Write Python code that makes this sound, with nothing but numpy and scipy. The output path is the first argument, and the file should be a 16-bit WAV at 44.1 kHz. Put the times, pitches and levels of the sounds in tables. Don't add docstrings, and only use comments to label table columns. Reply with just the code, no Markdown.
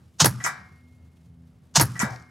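import sys
import numpy as np
from scipy import signal
from scipy.fft import rfft, irfft
from scipy.io import wavfile
from scipy.ndimage import uniform_filter1d

SR = 44100
rng = np.random.default_rng(int(sys.argv[2]) if len(sys.argv) > 2 else 0)


def master_out(mix):
    frames = np.transpose(np.atleast_2d(mix))
    ceiling = np.clip(frames, -1, 1)
    pcm = np.round(ceiling * 32767).astype(np.int16)
    wavfile.write(sys.argv[1], SR, pcm)


def invert_db(x):
    u = np.asarray(x, float) / 20
    return 10 ** u


N = 101430
T = np.arange(N) / SR
LEFT_RIGHT = np.array([[1], [-1]])


def curve(points, hz):
    p = np.array(points, float)
    return np.interp(np.log(hz + 1), np.log(p[:, 0]), p[:, 1])


def walk(rate):
    hold = int(SR / rate)
    steps = np.repeat(rng.standard_normal(N // hold + 1), hold)
    return 1.1 * uniform_filter1d(uniform_filter1d(steps, hold), hold)[:N]


# pitch_hz, level_db
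WIDTH = [(60, -22), (125, -14), (250, -8), (500, -5), (1000, -6), (2000, -4), (4000, -12), (8000, -18),
         (14000, -19)]


def noise(tone, side_db=0.):
    hz = np.arange(N // 2 + 1) * SR / N
    octaves_outside = np.log2(np.maximum(np.maximum(tone[0][0] / (hz + 1), hz / tone[-1][0]), 1))
    db = curve(tone, hz) - 18 * octaves_outside
    mid, side = rfft(rng.standard_normal((2, N))) * invert_db(db)
    side = side * invert_db(curve(WIDTH, hz) + side_db)
    x = irfft(np.array([mid + side, mid - side]), N)
    return x / x.std()


def shape(stages, at=0., db=0.):
    out = np.zeros(N)
    for delay, rise, hold, t60, level_db in stages:
        t = T - at - delay
        release_db = 60 * np.maximum(t - rise - hold, 0) / t60
        out += np.clip(t / abs(rise), 0, 1) ** 2 * invert_db(level_db + db - release_db)
    return out


# start_s, level_db at the gun, level_db at the trap
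SHOTS = [
    (0.198, 1.5, 3.5),
    (1.7531, 2, 4),
]
LATE = (.0023, 0)
AT_GUN, AT_TRAP = 1, 2


def burst(stages, tone, column, grain_db=0.5, side_db=0., late=LATE):
    envelope = sum(shape(stages, s[0] + d, s[column]) for s, d in zip(SHOTS, late))
    return envelope * invert_db(grain_db * walk(600)) * noise(tone, side_db)


def strike(stages, column):
    force = shape(stages) * rng.standard_normal(N)
    out = np.zeros(N)
    for shot, late in zip(SHOTS, LATE):
        start = int((shot[0] + late) * SR)
        out += invert_db(shot[column]) * np.pad(force, (start, 0))[:N]
    return out


def ring(force, modes, pan=0.):
    out = np.zeros((2, N))
    for (hz, db, t60), lean in zip(modes, rng.uniform(-0.26, 1, len(modes))):
        pole = np.exp(2j * np.pi * hz / SR - np.log(1000) / (t60 * SR))
        mode = signal.lfilter([1], [1, -pole], force).imag
        out += invert_db(db) * mode / abs(mode).max() * (1 + pan * lean * LEFT_RIGHT)
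    return out


def ticks(rows, t60, wide=1.12):
    out = 0
    for s, db, hz in rows:
        x = shape([(s - .0004, .0004, .0004, t60, db)]) * rng.standard_normal((2, N))
        band = signal.butter(2, [hz / wide, hz * wide], "band", fs=SR, output="sos")
        x = signal.sosfilt(band, x) * np.sqrt(SR / hz * 2)
        out = out + x[0] + .15 * x[1] * LEFT_RIGHT
    return out


def thumps(rows, at=0.):
    out = 0
    for (s, hz, hold, t60, db), lean in zip(rows, rng.uniform(-1, 1, len(rows))):
        envelope = shape([(s, .6 / hz, hold, t60, db)], at)
        swing = envelope * np.sin(-2 * np.pi * hz * (T - at - s))
        out = out + swing * (1 + .2 * lean * LEFT_RIGHT)
    return out


# delay_s, rise_s, hold_s, t60_s, level_db
SEAR = [
    (-.016, .006, 0.0011, 0.032, -48.5),
    (-.006, 0.00417, .002, 0.017, -32.5),
]
# delay_s, rise_s, hold_s, t60_s, level_db
JET = [
    (-.001, 0.007, 0.0089, 0.043, -12.5),
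    (0.015, 0.00092, 0.004, 0.14, -21),
]
# pitch_hz, level_db
JET_TONE = [(240, -53), (400, -22), (893, -3), (1040, -6), (1730, -6), (2400, -14.5), (2630, -8.5),
            (6440, -1), (16000, -33.5)]


def air_jet():
    return burst(SEAR + JET, JET_TONE, AT_GUN, side_db=-20.5, late=(0, 0))


# delay_s, rise_s, hold_s, t60_s, level_db
BOLT_BACK = [
    (.0436, .0004, .003, .025, -16),
    (.048, .001, .002, .05, -23),
]
# delay_s, rise_s, hold_s, t60_s, level_db
BOLT_HOME = [
    (0.0545, .002, 0.0047, 0.043, -19.5),
    (0.058, .0005, .002, 0.038, -25.5),
    (.064, 0.0015, 0.0079, 0.12, -28.5),
]
# pitch_hz, level_db
BACK_TONE = [(240, -23), (400, 4), (3020, -6), (4050, -6.5), (4510, -7), (5780, -0.5), (7170, -11),
             (12100, -17), (16000, -24)]
HOME_TONE = [(240, -13.5), (400, -2.5), (616, -4.5), (1710, -1), (2840, -19.5), (5110, -10.5),
             (7870, -14.5), (10900, -4), (16000, -22)]
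# start_s, level_db, pitch_hz
CLACKS = [(.1905, -37, 6510), (1.7973, -22, 3300), (1.8175, -17, 1625), (.2445, -19, 5490),
          (.2458, -17, 11880), (.2465, -21.5, 6000), (.2487, -17, 6030), (.2556, -13, 9200),
          (.2570, -19.5, 4997), (.2580, -11.5, 10890), (.2597, -16, 11000), (.2625, -22, 8450),
          (.2665, -24.5, 11380), (1.7975, -14, 5000), (1.7989, -15, 6270), (1.7992, -20, 11700),
          (1.8022, -19.5, 5100), (1.8095, -29, 5410), (1.8112, -10.5, 10730), (1.8130, -9, 11100),
          (1.8165, -16, 8600), (1.8195, -19.5, 11400), (1.8228, -25.5, 11100), (1.8555, -30.5, 10540)]


def bolt():
    back = burst(BOLT_BACK, BACK_TONE, AT_GUN, grain_db=5.5, side_db=6.5)
    home = burst(BOLT_HOME, HOME_TONE, AT_GUN, grain_db=-3.5, side_db=-9.5)
    return back + home + ticks(CLACKS, t60=0.0039)


# pitch_hz, level_db, t60_s
GUN_MODES = [(926, 3.5, .04), (1641, -5, .04), (2618, -9.5, .03), (4545, -3, .025), (5170, -1.5, .045),
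             (5730, -1.5, .03), (6660, -3, .03)]


def gun_metal():
    return invert_db(-21) * ring(strike(JET + BOLT_BACK + BOLT_HOME, AT_GUN), GUN_MODES)


# delay_s, rise_s, hold_s, t60_s, level_db
BOARDS = [
    (.005, 0.019, 0.041, 0.081, -25.5),
    (.06, 0.011, 0.014, 1, -37.5),
]
# pitch_hz, level_db
BOARDS_TONE = [(30, -14), (90, 0), (200, 6), (300, -9.5), (500, -21.5)]
# delay_s, pitch_hz, hold_s, t60_s, level_db
ROCKING = [
    (.019, 148.6, .024, 0.069, -16.5),
    (.025, 79.5, .05, 0.38, -35.5),
    (.0495, 182, .003, 0.06, -21),
    (.057, 312, 0.0028, 0.045, -15.5),
    (.066, 119, 0.019, 0.083, -17.5),
    (.105, 125, .013, .08, -28.5),
    (.138, 122, 0.025, 0.27, -29),
    (.198, 145.8, 0.018, 0.45, -39.5),
]
# start_s, pitch_hz, hold_s, t60_s, level_db
KNOCKS = [
    (2.0295, 209.4, 0.001, 0.059, -13),
    (2.040, 130.5, 0.025, 0.036, -26.5),
    (2.106, 121.2, 0.0037, 0.27, -28),
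]
# start_s, rise_s, hold_s, t60_s, level_db
KNOCK_TAIL = [
    (2.035, 0.0036, 0.019, 0.45, -37.5),
]


def bench():
    boards = burst(BOARDS, BOARDS_TONE, AT_GUN, side_db=-9.5)
    rocking = sum(thumps(ROCKING, s[0]) for s in SHOTS)
    knock_tail = shape(KNOCK_TAIL) * noise([(250, 4.5), (800, 6.5), (1300, 2.0)])
    return boards + rocking + thumps(KNOCKS) + knock_tail


# delay_s, rise_s, hold_s, t60_s, level_db
TRAP_FIRST = [
    (.196, 0.014, 0.0075, 0.15, -46),
]
# delay_s, rise_s, hold_s, t60_s, level_db
TRAP_CRACK = [
    (.2398, .0002, .0004, 0.014, -23.5),
    (.244, 0.00056, 0.0051, 0.16, -28),
]
# delay_s, rise_s, hold_s, t60_s, level_db
TRAP_SPRAY = [
    (.258, 0.0026, 0.0077, 0.11, -38),
]
# delay_s, rise_s, hold_s, t60_s, level_db
TRAP_BODY = [
    (.245, 0.008, 0.0066, 0.13, -39),
    (.260, .003, 0.009, 0.095, -30),
    (.27, .02, .02, 0.55, -42),
]
# start_s, rise_s, hold_s, t60_s, level_db
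OLD_TAIL = [
    (-0.075, 0.018, 0.027, 0.36, -62.5),
]
# pitch_hz, level_db
FIRST_TONE = [(700, -18), (1200, -8), (1600, -10), (1950, 4.5), (2200, -20), (4000, -27)]
CRACK_TONE = [(800, -10), (2000, 6), (4000, -14), (6200, 9.5), (8200, 9.5), (10000, -9), (15000, -22)]
SPRAY_TONE = [(4000, -21), (5200, 3), (7000, -8), (9500, -4.5), (11000, 8.5), (13000, -7.5), (16000, -12)]
BODY_TONE = [(350, -19.5), (700, -8.5), (1100, 1), (1600, -1), (2300, -9.5), (2800, -23.5), (5400, -17.5),
             (9000, -37)]


def trap():
    out = burst(TRAP_FIRST, FIRST_TONE, AT_TRAP, side_db=-17.5)
    out += burst(TRAP_CRACK, CRACK_TONE, AT_TRAP, side_db=12.5)
    out += burst(TRAP_SPRAY, SPRAY_TONE, AT_TRAP)
    out += burst(TRAP_BODY, BODY_TONE, AT_TRAP)
    return out + shape(OLD_TAIL) * noise(BODY_TONE)


# delay_s, rise_s, hold_s, t60_s, level_db
PLATE_HIT = [
    (.2, 0.0023, 0.0086, 0.036, -16),
    (.242, 0.006, 0.01, 0.084, -3.5),
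    (.262, 0.00058, 0.0087, 0.017, -13.5),
]
# pitch_hz, level_db, t60_s
PLATE = [(737, -13, 0.66), (909, -26.5, .29), (973, -5, 0.28), (1157, -15, 0.52), (1365, -5, 0.17),
         (1451, -9.5, 0.082), (1404, -4.5, 0.35), (1915, -1, 0.081), (1960, 6, 0.22), (3015, -26.5, 0.71),
         (3770, -17.5, 0.33), (5000, -17, 0.24), (5200, -10, .15), (5604, -12, 0.23)]
LONG_HZ = (1567, 1620, 1669, 1863, 1869, 2144, 2304, 2342)
# level_db, t60_s
LONG_RING = [(-2, .4), (-2, .36), (-3, .4), (-15, .7), (-17, .7), (-20, 1.55), (-11, .45), (-14, .5)]


def trap_plate():
    modes = PLATE + [(hz, db, t60) for hz, (db, t60) in zip(LONG_HZ, LONG_RING)]
    return invert_db(-30 + 1.2 * walk(60)) * ring(strike(PLATE_HIT, AT_TRAP), modes, pan=0.9)


# delay_s, rise_s, hold_s, t60_s, level_db
SHELTER = [
    (.03, .03, 0.036, 0.97, -46.5),
]
# delay_s, rise_s, hold_s, t60_s, level_db
FIELD = [
    (.05, .04, 0.019, 0.58, -51.5),
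    (.17, 0.07, 0.012, .3, -53),
]
# pitch_hz, level_db
SHELTER_TONE = [(300, -2.5), (630, -8), (1300, 6.5), (3000, -15.5), (5300, -8), (7500, -25.5), (11000, -17),
                (13500, -30)]
FIELD_TONE = [(1470, -34.5), (2500, -4.5), (4410, -8), (5230, -2.5), (8730, -5.5), (10900, -9.5),
              (14500, -20.5), (16000, -31.5)]


def echoes():
    roof = burst(SHELTER, SHELTER_TONE, AT_GUN, grain_db=-2.5, side_db=-2.5)
    return roof + burst(FIELD, FIELD_TONE, AT_GUN, grain_db=3.5)


# start_s, rise_s, hold_s, t60_s, level_db
RUSTLE = [
    (2.07, .04, 0.018, 0.33, -52),
]
# start_s, level_db, pitch_hz
RATTLES = [
    (1.976, -52, 5000),
    (2.125, -57, 6500),
    (2.160, -45, 5200),
    (2.162, -47, 3000),
    (2.199, -56, 5200),
    (2.224, -57, 6000),
]
# pitch_hz, level_db, t60_s
TIN = [(741, -35, 0.07), (910, -41.5, 0.17)]
# start_s, rise_s, hold_s, t60_s, level_db
TIN_HIT = [
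    (2.052, 0.0083, 0.032, 0.07, 1),
    (2.092, .004, 0.042, 0.037, 0),
]


def pellet_tin():
    tone = [(3000, -19), (5300, 2), (7500, -7), (12000, -16.0)]
    rustle = shape(RUSTLE) * invert_db(2.3 * walk(190)) * noise(tone)
    buzz = ring(shape(TIN_HIT) * rng.standard_normal(N), TIN, pan=1.0)
    return rustle + ticks(RATTLES, t60=.012, wide=1.29) + buzz


# start_s, pitch_hz of the blades, level_db of multiples 1, 2 and 3
PROPELLER = [(0.72, 82.7, -61, -66, -69), (0.766, 82.56, -55.5, -67, -64.5), (0.848, 82.78, -54, -70, -57),
             (1.146, 82.22, -54, -58, -66.5), (1.254, 83.2, -54.5, -54, -65.5),
             (1.432, 82.82, -55.5, -50.5, -56), (1.644, 82.55, -75, -68.5, -69.5),
             (1.72, 83.07, -57, -63, -61)]


def aircraft():
    start_s, blade_hz, *levels_db = np.array(PROPELLER).T
    hz = np.interp(T, start_s, blade_hz) * (1 + 0.0026 * walk(6.1))
    phase = 2 * np.pi * np.cumsum(hz) / SR
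    dbs = [np.interp(T, start_s, db) for db in levels_db]
    dbs += [-75 - 5 * k for k in range(4)]
    out = 0
    for k, db in enumerate(dbs):
        out = out + np.sqrt(2) * invert_db(db + 1.5 * walk(3)) * np.sin((k + 1) * phase + k)
    return out


# start_s, level_db
GRASS = [(.72, -73), (.97, -72), (1.0, -79), (1.03, -79), (1.05, -71), (1.1, -77), (1.17, -73), (1.28, -72),
         (1.31, -80), (1.44, -79), (1.47, -74), (1.52, -79), (1.63, -80), (1.66, -74)]
# pitch_hz, level_db
GRASS_TONE = [(1000, -5), (3000, 3.5), (9000, 0), (14000, -6), (15500, -14)]


def grass():
    breeze_db = np.interp(T, *np.array(GRASS).T)
    return invert_db(-2 + breeze_db + 3 * walk(170)) * noise(GRASS_TONE)


# pitch_hz, level_db
AIR_TONE = [(24, -41.5), (48, -24), (75, 4.5), (163, -1), (256, -14), (297, -18), (751, -26), (3000, -39),
            (16000, -55)]


def air():
    return invert_db(-53.5 + 1.5 * walk(14)) * noise(AIR_TONE, side_db=-4.5)


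def recorder_tick():
    tick_hz, tick_s = 60, .0013
    cycles_off = (T * tick_hz - .3 + .5) % 1 - .5
    pulse = np.exp(-(cycles_off / tick_hz / tick_s) ** 2)
    return invert_db(-78) * pulse * noise([(9800, -19), (11000, -1), (12200, -21)], side_db=-9.5)


def scene():
    pistol = air_jet() + bolt() + gun_metal() + bench()
    target = trap() + trap_plate()
    background = aircraft() + grass() + air() + recorder_tick()
    return pistol + target + echoes() + pellet_tin() + background


def roll_off(x):
    return signal.sosfilt(signal.butter(12, 16830, fs=SR, output="sos"), x)


def record(dry):
    low_cut = signal.butter(3, 62, "high", fs=SR, output="sos")
    rounded = np.tanh(0.86 * signal.sosfilt(low_cut, dry)) / 0.96
    top_cut = signal.ellip(8, .3, 70, 16100, fs=SR, output="sos")
    return roll_off(signal.sosfilt(top_cut, rounded))


dry = scene()
out = record(dry)
master_out(out)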